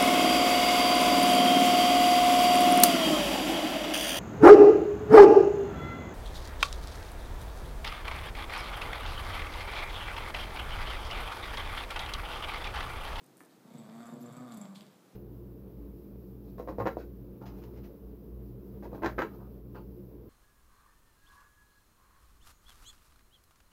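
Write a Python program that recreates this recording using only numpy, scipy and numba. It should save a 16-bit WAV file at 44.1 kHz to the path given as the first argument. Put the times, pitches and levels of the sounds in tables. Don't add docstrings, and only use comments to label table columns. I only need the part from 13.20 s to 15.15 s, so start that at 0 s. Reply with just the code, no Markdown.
import sys
import numpy as np
from scipy import signal
from scipy.io import wavfile
from scipy.ndimage import uniform_filter1d
from numba import njit

SR = 44100
rng = np.random.default_rng(int(sys.argv[2]) if len(sys.argv) > 2 else 0)


def nominal_scale(level):
    x = np.asarray(level, float) / 20
    return 10 ** x


def to_wav(s):
    ch = np.atleast_2d(s).T
    pcm = np.round(np.clip(ch, -1, 1) * 32767)
    wavfile.write(sys.argv[1], SR, pcm.astype(np.int16))


N = 85995

# (t/s, level/dB peak, bright edge level/dB, thud level/dB)
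CLAW_TAPS = [(0.577, -55, -72, -80), (0.697, -49, -69, -85), (.7295, -79, -62, -85), (0.752, -80, -51, -73),
             (.7685, -75, -56, -85), (.857, -59, -57, -66), (1.2883, -62, -53, -84),
             (1.3214, -43, -65, -76), (1.3735, -64, -44, -61), (1.4536, -44.5, -75, -75),
             (1.5332, -60, -75, -85), (1.5517, -57, -64, -88), (1.557, -43, -64, -81),
             (1.566, -63, -56, -85), (1.579, -64, -66, -85), (1.6083, -39, -47.5, -68),
             (1.6168, -54, -66, -66), (1.624, -64, -61, -80), (1.6662, -51.5, -51, -85)]


@njit
def sweep(x, g, k):
    y, b, l = np.empty(len(x)), 0., 0.
    for i in range(len(x)):
        v = (b + g[i] * (x[i] - l)) / (1 + g[i] * (g[i] + k[i]))
        b, l, y[i] = 2 * v - b, l + 2 * g[i] * v, k[i] * v
    return y


def svf(x, hz, width):
    ones = np.ones(len(x))
    return sweep(x, np.tan(np.pi * hz / SR) * ones, width / hz * ones)


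def unit(x):
    return x / np.sqrt(np.mean(x ** 2))


def walk(rate):
    hold = int(SR / rate)
    stairs = np.repeat(rng.standard_normal(N // hold + 1), hold)
    return unit(uniform_filter1d(uniform_filter1d(stairs, hold), hold)[:N])


def strike(times, gains, modes, cycles=0.42):
    t = np.arange(N) / SR
    luck = rng.standard_normal((len(times), 2 * len(modes)))
    out = np.zeros(N)
    for start, gain, r in zip(times, gains, luck):
        i = int(start * SR)
        u = t[i:i + SR // 4] - start
        for k, (hz, db, t60) in enumerate(modes):
            detuned_hz = hz * (1 + 0.0074 * r[2 * k + 1])
            ringing = np.sin(2 * np.pi * detuned_hz * u) * 1000. ** (-u / t60)
            contact = np.clip(u * hz / cycles, 0, 1)
            out[i:i + len(u)] += gain * nominal_scale(db + 1.9 * r[2 * k]) * ringing * contact
    return out


def house():
    # (f/Hz, level/dB per Hz)
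    rumble_curve = [(65, -27), (110, -16.5), (284, 4.5), (650, -9.5), (832, -9), (923, -12.5), (1370, -13),
                    (1820, -19.5), (15300, -25)]
    # (f/Hz, level/dB)
    hum_lines = [(120, -99), (183, -75), (298, -85.5)]
    curve_hz, curve_db = np.array(rumble_curve).T
    rumble = 0
    for hz in 100 * 2 ** np.arange(0, 7.4, 1 / 3):
        band = svf(svf(rng.standard_normal(N), hz, hz / 3), hz, hz / 3)
        flicker_db = 0.5 * walk(8.1) * min(800 / hz, 1)
        rumble = rumble + band * nominal_scale(np.interp(np.log(hz), np.log(curve_hz), curve_db) + flicker_db)
    t = np.arange(N) / SR
    hum = sum(nominal_scale(db + 6.5 + 1.9 * walk(11)) * np.sin(2 * np.pi * hz * t) for hz, db in hum_lines)
    throb = unit(svf(rng.standard_normal(N), 95.0, 27.0))
    return nominal_scale(-62) * unit(rumble) + hum + nominal_scale(-64) * throb


def lens():
    # (t/s, level/dB peak)
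    motor_ticks = [(.0402, -54), (.043, -52), (.0609, -56), (0.0644, -51), (0.1706, -50), (.1785, -52),
                   (.1802, -55), (.185, -54), (.1922, -57), (0.195, -50), (0.2026, -53), (0.2053, -52),
                   (.211, -54), (0.214, -53), (.219, -52), (0.2273, -51), (0.236, -53), (.2489, -56),
                   (.252, -51), (0.2595, -53)]
    # (f/Hz, level/dB, t60/s)
    housing = [(8880, 6, 0.0032), (10600, 7.5, 0.0015), (12800, 5, 0.0017)]
    times, db = np.array(motor_ticks).T
    return strike(times, nominal_scale(db - 7.0), housing)


def feet():
    # (t/s, level/dB peak)
    paw_knocks = [
        (0.206, -45.5),
        (0.214, -51),
        (1.899, -82),
        (1.91, -78),
    ]
    # (f/Hz, level/dB, t60/s)
    board_modes = [(291, -1, 0.19), (408, -6, 0.17), (767, -1, 0.021), (1020, -0.5, 0.015),
                   (1305, 17.5, 0.0046), (1700, 9, 0.0088), (2110, -6, 0.011)]
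    claw_modes = [(2100, -6, .007), (3300, -2, .007), (4000, -2, .006), (4700, -3, .006)]
    edge_modes = [(7200, -3, .003), (8500, -4, .003), (11200, -4, .003), (12800, -5, .002),
                  (14300, -10, .002)]
    # (t/s, level/dB, length/s, centre f/Hz)
    scuffs = [
        (.29, -72.5, 0.084, 4200),
        (0.53, -69, 0.045, 2200),
        (1.31, -64.5, 0.046, 3960),
        (1.545, -59, 0.063, 4000),
        (2, -62, 0.023, 4300),
        (1, -62, 0.039, 12000),
        (.857, -70.5, 0.087, 10600),
        (1.165, -73, 0.035, 11000),
    ]
    t = np.arange(N) / SR
    times, db, edge_db = np.array(CLAW_TAPS).T[:3]
    out = strike(times, nominal_scale(db - 1.0), claw_modes, cycles=1.63)
    out = out + strike(times, nominal_scale(edge_db - 1.5), edge_modes)
    times, db = np.array(paw_knocks).T
    out = out + strike(times, -nominal_scale(db - 7.0), board_modes, cycles=0.66)
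    for start, db, length, hz in scuffs:
        grit = rng.standard_normal(N) * nominal_scale(1.6 * walk(300))
        rise = np.clip((t - start) / 0.0078, 0, 1)
        fall = np.clip(1 - (t - start) / length, 0, 1) ** .5
        rub = svf(svf(grit, hz, .5 * hz), hz, .5 * hz) + 0.44 * svf(grit, 6700.0, 5500.0)
        out = out + nominal_scale(db) * rise * fall * unit(rub)
    return out


@njit
def fire(hz, stretch, size, weak):
    pulses, gate, p, k = np.zeros(len(hz) + 1), np.empty((2, len(hz))), 0., 0
    for i in range(len(hz)):
        step = hz[i] * stretch[k] / SR
        p += step
        if p >= 1:
            p, k = p - 1, k + 1
            s = size[k] * (1 - weak[i] * (k % 2))
            pulses[i] += s * p / step
            pulses[i + 1] += s * (1 - p / step)
        gate[0, i], gate[1, i] = p, size[k] * (1 - weak[i] * (k % 2))
    return pulses[:-1], gate


def ring(x, hz, width):
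    return unit(svf(svf(x, hz, width), hz, 1.72 * width))


def growl():
    # (t/s, pulse rate f/Hz, level/dB, chest level/dB, flutter 0-1,
    # mouth opening level/dB, breath level/dB)
    course = [(0.438, 222.8, -54, -0.5, 1.1, -2.5, -8), (0.502, 227.4, -49, -5, 0.4, -4, -3.5),
              (0.587, 227.1, -48, 1.5, 0.69, -4.5, -0.5), (.66, 217.4, -51.5, -7, 0.4, 0.5, -1),
              (.76, 227.6, -48, -4.5, 0.03, 0, -0.5), (0.842, 239.2, -50, -9, 0.3, 4.5, 2.5),
              (.91, 233.3, -45.5, -1.5, .2, 1, -5), (0.971, 242.5, -44.5, -4, 0.1, -15, -10),
              (1.059, 244.1, -48, -6.5, 0.02, -0.5, -1.5), (1.104, 232.9, -47.5, 2, 0, -1.5, -1),
              (1.149, 243.5, -47, 2.5, 0.3, 2, 0.5), (1.24, 246.2, -49.5, -9.5, 0, 3.5, -3.5),
              (1.31, 239.5, -50.5, -7, 0.3, 6.5, 6), (1.371, 211.3, -41.5, -32, 0.5, -6.5, -4),
              (1.452, 194.5, -48.5, -36, 0.5, 0.5, -0.5), (1.529, 195.5, -51.5, -27, 0.64, 0, -18),
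              (1.618, 207.8, -51, -3, 0.8, -3, 8.5), (1.681, 188, -73, 13, 0.8, 3, 7)]
    # (f/Hz, width f/Hz, level/dB)
    throat = [(213, 148, 0), (377, 240, -27.5), (619, 239, -12.5), (1170, 220, -16.5), (1460, 400, -24),
              (1850, 610, -26.5)]
    # (f/Hz, width f/Hz, level/dB)
    nostrils = [(2230, 370, -28.5), (3543, 480, -24), (4510, 270, -28), (7700, 1750, -25.5),
                (12200, 2300, -30.5)]
    # (t/s, depth level/dB, half length t/s)
    catches = [(0.469, -27, 0.0098), (0.501, -21, 0.0069), (.529, -19, 0.0097), (0.569, -20, 0.0064),
               (0.628, -23, 0.0069), (0.68, -28, 0.0048), (0.841, -8, 0.0065), (0.88, -4.5, 0.0094),
               (.911, -36, 0.0069), (.955, -11, 0.007), (0.991, -31, 0.011), (1.128, -14, 0.014),
               (1.159, -12, 0.0094), (1.187, -10, .007), (1.287, -7, 0.0029), (1.36, -10, 0.0088),
               (1.392, -22, 0.0084), (1.432, -6, 0.0051), (1.467, -25, 0.0061), (1.496, -2, 0.0064),
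               (1.55, -16, 0.011), (1.589, -21, 0.0084), (1.649, -19, 0.0052), (1.672, -9, 0.0058)]
    t, rows = np.arange(N) / SR, np.array(course)
    hz, db, chest_db, flutter, mouth_db, breath_db = (np.interp(t, rows[:, 0], rows[:, k]) for k in range(1, 7))

    jitter, shimmer_db, wander, weak = .03, 1.8, .01, 0.7
    luck = rng.standard_normal((N // 50, 2)).T
    pulses, gate = fire(hz * (1 + wander * walk(12)), 1 + jitter * luck[0], nominal_scale(shimmer_db * luck[1]),
                        np.full(N, weak))
    phase, size = gate
    puffs = unit(size * np.exp(-phase / .8) * rng.standard_normal(N))

    _, low_width, low_db = throat[0]
    breathy = .45 * (flutter + 0.53) * ring(puffs, hz, low_width)
    voice = ring(ring(pulses, hz, low_width) + breathy, hz, 2 * low_width)
    steady, clean = ring(np.cos(2 * np.pi * phase), hz, 0.53 * low_width), 1.1
    fundamental = nominal_scale(low_db + 3.5) * (voice + clean * steady) / (1 + clean)
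    chest = ring(unit(pulses) + .6 * puffs, 153, 38)
    half_tone = 0.92 * ring(pulses, hz / 2, 33.0)
    low = fundamental + nominal_scale(chest_db) * (chest + half_tone)

    jaw = 1 + 0.0087 * mouth_db + 0.034 * walk(8.2)
    rasp = unit(pulses) + nominal_scale(-3.5) * puffs
    mouth = 0
    for k, (f, w, g) in enumerate(throat[1:]):
        gain = nominal_scale(g + 1.5 * walk(10.82) + mouth_db * min(f / 1200, 1))
        mouth = mouth + gain * ring(rasp, f * jaw, w) * (-1) ** k
    nose = sum(nominal_scale(g + 1.04 * walk(20.5) + breath_db) * ring(puffs, f, w) for f, w, g in nostrils)

    onset = np.clip((t - rows[0, 0]) / 0.0093, 0, 1)
    release = np.clip((rows[-1, 0] - t) / 0.022 + 1, 0, 1)
    catch_db = sum(depth_db * np.exp(-((t - s) / half) ** 2) for s, depth_db, half in catches)
    choked = low * nominal_scale(catch_db) + (mouth + nose) * nominal_scale(.25 * catch_db)
    return choked * nominal_scale(db) * onset * release


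def thuds():
    t, jolt_s = np.arange(N) / SR, 0.0044
    out = np.zeros(N)
    for start, _, _, thud_db in CLAW_TAPS:
        u = (t - start) / jolt_s
        out += nominal_scale(thud_db) * u * np.exp(-u ** 2)
    return out


def tags():
    # (t/s, level/dB peak, which tag 0-1, overtones level/dB)
    tag_hits = [(.5836, -53, 0.93, -19), (.5914, -64, 0.96, -20), (.7372, -62, 0.8, -37),
                (.857, -59, 0.64, 6), (0.82, -62, 0.9, -23), (.836, -62, 0.3, -15), (.869, -53, 0.4, -10),
                (.902, -60, 0.8, -20), (.915, -62, 0.1, -20), (.957, -59, 0.9, -25),
                (0.986, -58, 0.76, -20), (0.9374, -53.5, 0.14, -14), (1.0256, -57, 0.02, -37),
                (1.062, -49.5, 0.3, -29), (1.1252, -51, 0.58, -4), (1.1675, -49.5, 0.86, -3),
                (1.203, -58, 0.1, -17), (1.321, -48.5, 0.2, -8), (1.3382, -54, 0.96, 1),
                (1.3444, -54.5, 0.9, 5), (1.3725, -47.5, 0.52, 1.5), (1.414, -42, 0.36, -11),
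                (1.4711, -67, 0.3, -26), (1.754, -66.5, 0.15, -26)]
    # (f/Hz, level/dB, t60/s)
    first_tag = [(7310, -1, 0.037), (9965, -4.5, 0.092), (13400, -4, 0.02)]
    second_tag = [(7875, -4.5, 0.06), (8750, -7, 0.025), (11770, -6.5, 0.021), (6720, -7, 0.011)]
    times, db, which, over_db = np.array(tag_hits).T
    out = np.zeros(N)
    for tag, share in ((first_tag, np.clip(1 - which, 0, 1)), (second_tag, np.clip(which, 0, 1))):
        out += strike(times, nominal_scale(db) * share, tag[:1])
        out += strike(times, nominal_scale(db + over_db) * share, tag[1:])
    return out


def hallway(x):
    u = np.arange(SR // 2) / SR
    noise = rng.standard_normal(len(u))
    damp_hz, t60_s, bright_t60_s = 3640, 0.58, 0.44
    dull = signal.lfilter([1], [1, -np.exp(-2 * np.pi * damp_hz / SR)], noise)
    tail = unit(dull) + 0.076 * noise * 1000. ** (-u / bright_t60_s)
    tail = tail * 1000. 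** (-u / t60_s) * (u > .004)
    return signal.fftconvolve(x, tail / np.sqrt(np.sum(tail ** 2)))[:N]


def scene():
    head, paws = growl() + tags(), feet()
    lean_head = head - .7 * svf(head, 202.0, 200.0)
    wet = hallway(lean_head + 0.65 * paws)
    return (head + paws + nominal_scale(-6) * wet + lens() + house())[None]


def roll_off(x):
    return signal.sosfilt(signal.butter(12, 15570, fs=SR, output="sos"), x)


def record(dry):
    bass_cut = signal.cheby1(8, .5, 124.6, "high", fs=SR, output="sos")
    top_cut = signal.ellip(8, .2, 60, 15350, fs=SR, output="sos")
    x = signal.sosfilt(bass_cut, dry) + nominal_scale(-26.5) * dry
    hiss = nominal_scale(-81) * unit(svf(rng.standard_normal(N), 14500.0, 2700.0))
    x = signal.sosfilt(top_cut, x + thuds() + hiss)
    return roll_off(x)


dry = scene()
out = record(dry)
to_wav(out)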